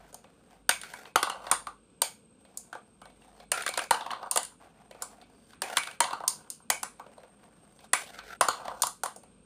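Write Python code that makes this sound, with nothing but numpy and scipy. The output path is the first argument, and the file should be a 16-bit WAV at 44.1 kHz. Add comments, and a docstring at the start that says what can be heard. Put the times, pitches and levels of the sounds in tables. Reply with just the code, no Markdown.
"""A small bare room, in which glass marbles run down a plastic spiral ramp into the hollow bed of a plastic toy truck.
Contacts excite resonant modes: walls knock, the bed thuds and shakes the table, glass clicks; noise tails are
the room's answer. Rolling is uneven bump noise through the modes of ramp and bed, silent while a ball flies.
Behind it lie shaped-noise rumble and hiss, a wavering mains sine, and narrow noise at a drifting pitch: a thin
pulsing whistle like a far cricket."""
import sys
import numpy as np
from scipy import signal
from scipy.fft import rfft, irfft, next_fast_len
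from scipy.io import wavfile

SR = 44100
rng = np.random.default_rng(int(sys.argv[2]) if len(sys.argv) > 2 else 0)


def transcribe(signal):
    """Save signal, clipped to [-1, 1], as a 16-bit WAV file at the path in sys.argv[1]."""
    frames = np.atleast_2d(signal).T
    limited = np.clip(frames, -1, 1)
    pcm = np.round(limited * 32767).astype(np.int16)
    wavfile.write(sys.argv[1], SR, pcm)


N = 416744
T = np.arange(N) / SR

# Contacts of the marbles, nominal levels before the room's answer: t/s, wall knock peak level/dB,
# bed thud level/dB, glass click level/dB, knock f/Hz, thud f/Hz
CONTACTS = [(0.1283, -66, -50, -50, 2690, 466), (0.1436, -47, -46.5, -37, 3440, 716),
            (0.2416, -48.5, -49.5, -65, 3060, 759), (0.6921, -10.5, -19.5, -13, 2270, 1560),
            (0.7102, -18.5, -36.5, -40.5, 2380, 1390), (0.8139, -33, -53, -36, 3840, 495),
            (0.834, -31, -43.5, -43, 2280, 1540), (0.937, -34, -37, -43, 1980, 1550),
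            (1.054, -37.5, -47.5, -64.5, 3060, 1020), (1.158, -13.5, -13.5, -20, 2750, 1110),
            (1.2289, -17.5, -19.5, -22.5, 2860, 1270), (1.27, -39.5, -27, -47, 1850, 1220),
            (1.2977, -23.5, -30, -33, 3050, 1250), (1.4673, -30.5, -34.5, -48.5, 1830, 930),
            (1.514, -16.5, -18.5, -12, 1970, 1170), (1.5226, -34.5, -21.5, -32, 4240, 1055),
            (1.6698, -40.5, -29.5, -41, 4240, 1160), (2.0181, -16.5, -24.5, -13.5, 3470, 780),
            (2.45, -50.5, -54.5, -64, 2770, 549), (2.573, -54, -57.5, -27.5, 4830, 540),
            (2.7284, -39.5, -34, -47, 3320, 1520), (2.7513, -50, -37, -59, 2830, 756),
            (3.0163, -45.5, -44, -53, 3040, 1400), (3.0548, -44.5, -45.5, -56, 2040, 740),
            (3.0999, -52, -55, -68, 3600, 751), (3.2181, -49, -58, -73, 2500, 694),
            (3.4008, -42, -51, -62, 3610, 760), (3.5174, -15.5, -25, -16.5, 2260, 808),
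            (3.6214, -29, -43.5, -33.5, 3280, 1580), (3.6636, -20.5, -26.5, -27, 2230, 1630),
            (3.6774, -19, -47, -32, 2270, 1550), (3.6895, -27, -32.5, -27.5, 4230, 740),
            (3.7381, -25.5, -36.5, -42, 4240, 1430), (3.7747, -19, -24, -23.5, 2100, 1490),
            (3.7906, -19, -28.5, -31.5, 2040, 1590), (3.8384, -45, -68, -39, 2050, 690),
            (3.9086, -12.5, -13.5, -17.5, 1880, 927), (3.9434, -25, -27, -41, 2940, 950),
            (4.0087, -28.5, -32, -51, 3060, 930), (4.0629, -35.5, -30.5, -49, 2700, 950),
            (4.1053, -25.5, -34, -56, 1780, 1140), (4.1131, -28, -30, -41, 4410, 950),
            (4.1328, -34, -32, -52, 3050, 1110), (4.2288, -38.5, -34.5, -75, 1820, 912),
            (4.3117, -25.5, -31.5, -17, 4620, 1000), (4.3591, -22.5, -23, -20.5, 1960, 1075),
            (4.3729, -16.5, -25, -15, 3040, 780), (4.4311, -37, -53, -30, 2630, 1220),
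            (4.4501, -42.5, -58.5, -32.5, 4550, 1100), (4.9107, -40.5, -44.5, -53, 2230, 540),
            (4.9472, -51, -46.5, -67, 2750, 552), (5.022, -37.5, -34.5, -25, 4160, 1240),
            (5.2141, -44, -64, -64, 3570, 722), (5.5323, -44.5, -51, -58.5, 2160, 1570),
            (5.6189, -21, -31.5, -24, 2260, 780), (5.7696, -9.5, -20.5, -19, 2230, 1550),
            (5.7814, -31.5, -30.5, -24.5, 2230, 1500), (5.8336, -27.5, -49.5, -37, 1860, 1450),
            (5.8725, -28.5, -36, -40, 2080, 1450), (5.912, -36, -47, -44, 2820, 1580),
            (6.0041, -13, -14.5, -14, 1890, 980), (6.0406, -22.5, -27.5, -50, 3720, 950),
            (6.1074, -31, -31.5, -46, 2850, 1030), (6.1315, -31, -26.5, -42.5, 4560, 1180),
            (6.2038, -44.5, -33, -57, 1970, 918), (6.2369, -48, -30, -55, 1840, 960),
            (6.2786, -28, -32, -13, 4630, 1050), (6.5016, -40.5, -61.5, -27.5, 4640, 490),
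            (6.6016, -70, -54, -74.5, 4230, 1024), (6.701, -13, -22, -14.5, 2020, 823),
            (6.831, -29, -31, -25, 1950, 1160), (6.996, -47.5, -37, -57, 1800, 1170),
            (7.0643, -51, -46, -68, 2670, 565), (7.1798, -51, -47, -64, 4010, 566),
            (7.233, -53, -45.5, -69, 2330, 574), (7.7905, -46.5, -54.5, -65.5, 3060, 727),
            (7.846, -55, -55, -57, 2030, 1310), (7.9329, -10, -20.5, -13, 2240, 1420),
            (8.1424, -43, -64, -63, 2900, 781), (8.1883, -32, -38, -59, 2130, 1540),
            (8.4099, -14, -14, -15.5, 1880, 1054), (8.4498, -34, -32, -43, 2290, 980),
            (8.4849, -17, -17, -21.5, 4210, 1200), (8.513, -34, -48, -42, 3070, 1180),
            (8.5297, -34, -42, -46, 3600, 1170), (8.6537, -40, -37, -52, 1880, 910),
            (8.6809, -38.5, -29, -60, 1960, 929), (8.8205, -32, -32, -14, 4640, 1450),
            (8.8334, -20, -20.5, -25, 4160, 1010), (8.869, -36.5, -32.5, -24.5, 4570, 1220),
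            (9.0347, -30, -25, -24.5, 2860, 960), (9.0585, -31, -30, -32, 1850, 1000),
            (9.1616, -59, -45, -40.5, 3050, 614), (9.2339, -54, -52, -54, 2140, 622)]
# Rolling, one curve per marble: t/s, drone level of the hollow plastic/dB, rattle level of the thin walls/dB
ROLLS = [
    [(0.0, -49, -89), (0.094, -53, -62), (0.23, -64.5, -77), (0.49, -61.5, -76.5), (0.746, -63.5, -69.5),
     (0.862, -51, -50), (1.016, -53, -61.5), (1.178, -53.5, -62), (1.332, -41.5, -59.5),
     (1.458, -44.5, -48.5), (1.548, -47.5, -58), (1.694, -64.5, -81), (1.8, -89, -89)],
    [(2.4, -67, -72), (2.66, -59.5, -73), (2.82, -69, -84), (3.01, -74, -80), (3.46, -55, -65),
     (3.57, -36, -65), (3.69, -50.5, -50.5), (3.82, -42, -47), (4.12, -46, -59.5), (4.26, -42.5, -61.5),
     (4.34, -44.5, -51.5), (4.46, -62, -70), (4.56, -64, -75)],
    [(4.6, -60, -82), (4.762, -58.5, -89), (4.942, -60.5, -86), (5.098, -54, -60.5), (5.272, -61.5, -82),
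     (5.528, -65.5, -60), (5.626, -38.5, -60), (5.778, -50, -49.5), (5.936, -53.5, -53),
     (6.054, -42.5, -65), (6.168, -46.5, -60), (6.304, -55, -60.5), (6.55, -69, -74)],
    [(6.75, -63, -73), (6.91, -66, -80), (7.23, -55, -87), (7.49, -61.5, -79), (7.79, -62.5, -69),
     (7.98, -47, -37), (8.1, -49, -53), (8.4, -51, -69), (8.56, -43, -51), (8.72, -39.5, -52),
     (8.89, -61, -56), (9.0, -90, -80), (9.2, -81, -82)],
]
# Stages of each marble: drop onto the last spiral t/s, departure from its end t/s, landing in the bed t/s
STAGES = [(0.694, 1.131, 1.158), (3.516, 3.883, 3.909), (5.62, 5.981, 6.003), (7.932, 8.374, 8.41)]
# Modes of the hollow truck bed: f/Hz, width/Hz, relative level/dB
BED_MODES = [(312, 33, -9.5), (523, 93, -1.5), (730, 69, -1), (901.5, 130, -4.5), (997, 120, -3.5),
             (1170, 169, -6), (1535, 140, -9)]
# Modes of the thin plastic walls: f/Hz, width/Hz, relative level/dB
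WALL_MODES = [(1520, 200, 2.5), (1990, 180, -1.5), (2255, 94, -4), (2530, 150, -7), (2790, 160, -2.5),
              (3066, 190, -2.5), (3480, 520, -4), (4220, 160, -2), (4566, 120, -2.5), (5900, 2900, -14),
              (13600, 3500, -24)]
# Modes of the glass click: f/Hz, width/Hz, relative level/dB
GLASS_MODES = [(4800, 990, -11.5), (6350, 280, -5.5), (6950, 660, -7), (8190, 640, -2.5), (8310, 530, -0.5),
               (9340, 870, -1), (11800, 3400, -17), (14400, 1600, -14.5)]
# Modes of the ramp's track: f/Hz, width/Hz, relative level/dB
TRACK_MODES = [(460, 87, -5), (558.4, 81, 0), (716, 120, 7), (905, 120, -9.5), (1090, 150, -7),
               (1380, 140, -10)]
# Whistle, level before its swells: t/s, f/Hz, level/dB
WHISTLE = [(0, 8360, -75.5), (1.5, 8760, -69.5), (1.9, 8300, -68.5), (2.8, 8410, -65.5), (3.5, 8540, -68.5),
           (5, 8550, -69.5), (9.45, 8510, -63.5)]
# Spectrum of the room's rumble and hiss: f/Hz, relative level per Hz/dB
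AIR_SPECTRUM = [(25, -38.5), (60, -8), (120, -5), (210, 3), (360, -6.5), (480, -2.5), (660, -15),
                (1550, -15.5), (1870, -30), (2490, -16.5), (6200, -29.5), (9000, -23.5), (10700, -39),
                (15500, -49)]
# Overall tone, with a steep loss of treble above 15 kHz: f/Hz, gain/dB
TOP_RESPONSE = [(60, 2), (14800, -5), (15500, -11), (15900, -41), (16900, -32.5)]

# Blows: strength of each mode varies; loss per octave from the struck pitch on the ramp and in the bed
SCATTER_DB, THUD_FALLOFF_DB = 2, (11, 19)
RAMP_RINGS_DB = 4  # two wall modes ring on in the room's answer to a blow on the ramp
# Room's answer to the loudest blow; rise per dB of a softer (farther) blow; change for a quick rebound
ROOM_DB, ROOM_GROWS_DB_PER_DB = -8.5, 0.075
REBOUND_S, REBOUND_DB = 0.019, -2.5
# Rolling: tiny skips of the ball over the steady bumps
TICKS_PER_S, TICK_DB, TICK_SPREAD_DB = 82, 2, 3.5
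GRIT_DB = -7, -11, -11  # grit under the glass, over the rattle: high on the ramp, last spiral, bed
BED_DRONE_HZ, BED_FALLOFF_DB = 980, 9  # loss per octave round the bed's drone
SPIRAL_SINGS_DB = -5.5  # the track's top mode on the last spiral, over the drone
FALL_S, LIFT_S = 0.055, 0.045  # free fall onto the last spiral; fade of the rolling as the ball lifts off
# Background
WHISTLE_SWELLS_DB = 2.5
AIR_DB, AIR_DRIFTS_DB = -62, 1.4
MAINS_HZ, HUM_DB, HUM_WAVERS_DB = 50, -74.5, 6.5
TOP_HZ = 17100  # highest frequency kept


def contacts():
    """Impulsive excitation: walls knock, the hollow bed thuds and shakes the table under it, glass clicks."""
    s, knock_db, thud_db, click_db, knock_hz, thud_hz = np.transpose(CONTACTS)
    anywhere = np.ones(len(CONTACTS))  # no falloff: no mode is favoured
    loudest_db = np.max([knock_db, thud_db, click_db], axis=0)
    rebound = np.diff(s, prepend=-1) < REBOUND_S
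    wet_db = ROOM_DB + ROOM_GROWS_DB_PER_DB * (loudest_db.max() - loudest_db) + REBOUND_DB * rebound

    wall = body(WALL_MODES, 1600, SCATTER_DB, knock_hz, 5.4)
    rings = body(WALL_MODES[2:4], 1800, SCATTER_DB, anywhere)
    on_ramp = (1 - in_bed(s))[:, None]
    wall_lingers = lambda f: wall(f) + amp(RAMP_RINGS_DB) * on_ramp * rings(f)
    # a knock's mean level lies well under its peak
    knock = blows(wall, wall_lingers, knock_db - 6.5, wet_db, snap=0.64, ring=0.5,
                  chatter_s=0.0086, room_t60=0.25, gap_s=0.011)

    falloff_db = np.array(THUD_FALLOFF_DB)[in_bed(s), None]
    hollow = body(BED_MODES, 390, SCATTER_DB, thud_hz, falloff_db, most_db=16)
    thud = blows(hollow, hollow, thud_db, wet_db + 0.87, snap=0.51, ring=0.067,
                 chatter_s=0.0037, room_t60=0.21, gap_s=0.00051)

    glass = body(GLASS_MODES, 3000, SCATTER_DB, anywhere)
    click = blows(glass, glass, click_db, wet_db - 4.0, snap=0.64, ring=0.15,
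                  chatter_s=0.0066, room_t60=0.25, gap_s=0.0025)

    # the rectified thud pushes the table's two modes
    table = filtered(np.abs(thud), body([(95, 14, -20.5), (313, 200, -11.5)], 75))[0]
    return knock + thud + click + table


def blows(colour, lingers, db, wet_db, snap, ring, chatter_s, room_t60, gap_s):
    """Direct and diffuse sound: a snap and a few ms of chatter through the body, then a new room tail each time."""
    s = np.transpose(CONTACTS)[0]
    t = np.arange(int(.27 * SR)) / SR
    noise = rng.standard_normal((len(s), 2, len(t)))
    strike = amp(-20 * (t / chatter_s) ** 1.3) + snap * np.exp(-t / 0.000077)
    direct = filtered(noise[:, 0] * strike, colour)
    # the same energy in every blow: rms 1 over 4.8 ms
    direct /= np.sqrt(np.sum(direct ** 2, 1, keepdims=True) / (0.0048 * SR))
    # the strongest modes outlast the rest; walls and air absorb the top treble
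    dulled = lambda f: lingers(f) * np.abs(lingers(f)) ** ring / (1 + (f / 11000) ** 2)
    decay = amp(-60 * t / room_t60) * (1 - np.exp(-(t / gap_s) ** 2))
    tail = unit(filtered(noise[:, 1], dulled)) * decay
    rows = amp(db)[:, None] * (direct + amp(wet_db)[:, None] * tail)
    where = np.round(s * SR).astype(int)[:, None] + np.arange(len(t))
    return np.bincount(where.ravel(), rows.ravel(), N + len(t))[:N]


def rolling():
    """Roughness excitation: uneven bumps and skips drive track, walls and bed; contact ceases in flight."""
    rolls = sum((T >= run[0][0]) & (T < run[-1][0]) for run in ROLLS)
    drone_db, rattle_db = curves([row for run in ROLLS for row in run])
    spiral = sum((T > drops) & (T < leaves) for drops, leaves, _ in STAGES)
    stage = spiral + 2 * in_bed(T)

    # grains and lumpy noise, then tiny skips
    grains = (rng.random(N) < 150 / SR) * amp(2.2 * rng.standard_normal(N))
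    lumps = amp(1.6 * wobble(90) + 3.0 * wobble(25)) + 1.1 * unit(decaying(grains, 0.006))
    ticks = (rng.random(N) < TICKS_PER_S / SR) * amp(TICK_DB + TICK_SPREAD_DB * rng.standard_normal(N))
    bumps = unit(lumps * rng.standard_normal(N)) * (1 + decaying(ticks, 0.0012))

    bed = body(BED_MODES, 330, 0, np.array([BED_DRONE_HZ]), BED_FALLOFF_DB, most_db=15)
    bed_drone = unit(filtered(bumps, bed)[0])
    track_drone = wandering(bumps, TRACK_MODES, 310, drift_db=5.0, rate=11)
    singing = spiral * wandering(bumps, TRACK_MODES[-1:], 900, drift_db=7.5, rate=16)
    drone = np.where(in_bed(T), bed_drone, track_drone) + amp(SPIRAL_SINGS_DB) * singing
    rattle = wandering(bumps, WALL_MODES, 870, drift_db=6.0, rate=13)
    grit = unit(filtered(bumps * lumps ** .6, body(GLASS_MODES, 5500))[0])
    sound = amp(drone_db) * drone + amp(rattle_db) * (rattle + amp(GRIT_DB)[stage] * grit)

    falls = [(drops - FALL_S, drops) for drops, _, _ in STAGES]
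    leaps = [(leaves, lands) for _, leaves, lands in STAGES]
    flying = sum(np.clip((T - leaves) / LIFT_S + 1, 0, 1) * (T < lands) for leaves, lands in falls + leaps)
    return sound * rolls * (1 - flying)


def wandering(bumps, modes, low_hz, drift_db, rate):
    """Position-dependent modal coupling: as the ball moves on, every mode swells and fades on its own."""
    rings = filtered(bumps, lambda f: np.vstack([body([mode], low_hz)(f) for mode in modes]))
    return unit(sum(amp(drift_db * wobble(rate)) * ring for ring in rings))


def in_bed(s):
    """Change of resonator: 1 from 3 ms before a marble's landing in the bed until its rolling ends, else 0."""
    return sum((s > lands - .003) & (s < run[-1][0]) for (_, _, lands), run in zip(STAGES, ROLLS))


def body(modes, low_hz, spread_db=0, favoured_hz=None, falloff_db=0, most_db=11):
    """Modal superposition: causal resonances, radiating little under low_hz.
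    The struck spot favours the modes near one pitch; each blow finds them at slightly new strengths."""
    hz, width, db = np.transpose(modes)[:, :, None]
    db = db.T  # one row per blow, one column per mode
    if favoured_hz is not None:
        octaves = np.abs(np.log2(hz.T / favoured_hz[:, None]))
        db = db - np.minimum(falloff_db * octaves, most_db)
    signs = (-1.) ** np.arange(len(modes))
    gains = amp(db + spread_db * rng.standard_normal(db.shape)) * signs

    def response(f):
        """Sum of second-order resonances with the radiation's low cut."""
        resonances = 1j * f * width / (hz * hz - f * f + 1j * f * width)
        return gains @ resonances * (1j * f / (low_hz + 1j * f)) ** 2
    return response


def whistle():
    """Quadrature modulation: narrow noise round a slowly drifting pitch, swelling unevenly."""
    hz, db = curves(WHISTLE)
    phase = 2 * np.pi * np.cumsum(hz) / SR
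    tone = unit(wobble(380) * np.cos(phase) + wobble(380) * np.sin(phase))
    return amp(db + WHISTLE_SWELLS_DB * wobble(40)) * tone


def background():
    """Stationary noise and a sine, each modulated: room rumble and hiss drift a little; the mains hum wavers."""
    air = unit(filtered(rng.standard_normal(N), lambda f: amp(along(AIR_SPECTRUM, f))))
    hum = amp(HUM_DB + HUM_WAVERS_DB * wobble(4.6)) * np.sin(2 * np.pi * MAINS_HZ * T)
    return amp(AIR_DB + AIR_DRIFTS_DB * wobble(8.8)) * air + hum


def amp(db):
    """Level to amplitude: 20 dB per factor of ten."""
    return 10 ** (np.asarray(db) / 20)


def unit(x):
    """Normalisation by mean power: each row at rms 1."""
    return x / np.sqrt(np.mean(x ** 2, axis=-1, keepdims=True) + 1e-30)


def decaying(x, seconds):
    """First-order relaxation: each impulse decays with this time constant."""
    return signal.lfilter([1], [1, -np.exp(-1 / (seconds * SR))], x)


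def along(points, hz):
    """Logarithmic frequency scale: interpolate (f/Hz, level/dB) points along it."""
    f, v = np.transpose(points)
    return np.interp(np.log(hz + 1), np.log(f + 1), v)


def curves(rows):
    """Linear interpolation in time: one value per sample for each column after the time."""
    s, *cols = np.transpose(rows)
    return [np.interp(T, s, c) for c in cols]


def wobble(rate):
    """Slow random modulation: straight lines between Gaussian knots, rate knots a second."""
    count = int(N * rate / SR) + 2
    return np.interp(T * rate, np.arange(count), rng.standard_normal(count))


def filtered(x, response):
    """Convolution theorem: the spectrum of x times a complex response of frequency."""
    m = next_fast_len(x.shape[-1] + 4096)  # padded against wrap-round
    return irfft(rfft(x, m) * response(np.fft.rfftfreq(m, 1 / SR)), m)[..., :x.shape[-1]]


def scene():
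    """Linear superposition of all the sources, in one channel."""
    return (contacts() + rolling() + whistle() + background())[None]


def record(dry):
    """Low-pass filtering: the treble falls away steeply and nothing sounds above TOP_HZ."""
    return filtered(dry, lambda f: amp(along(TOP_RESPONSE, f)) * (f < TOP_HZ))


dry = scene()
out = record(dry)
transcribe(out)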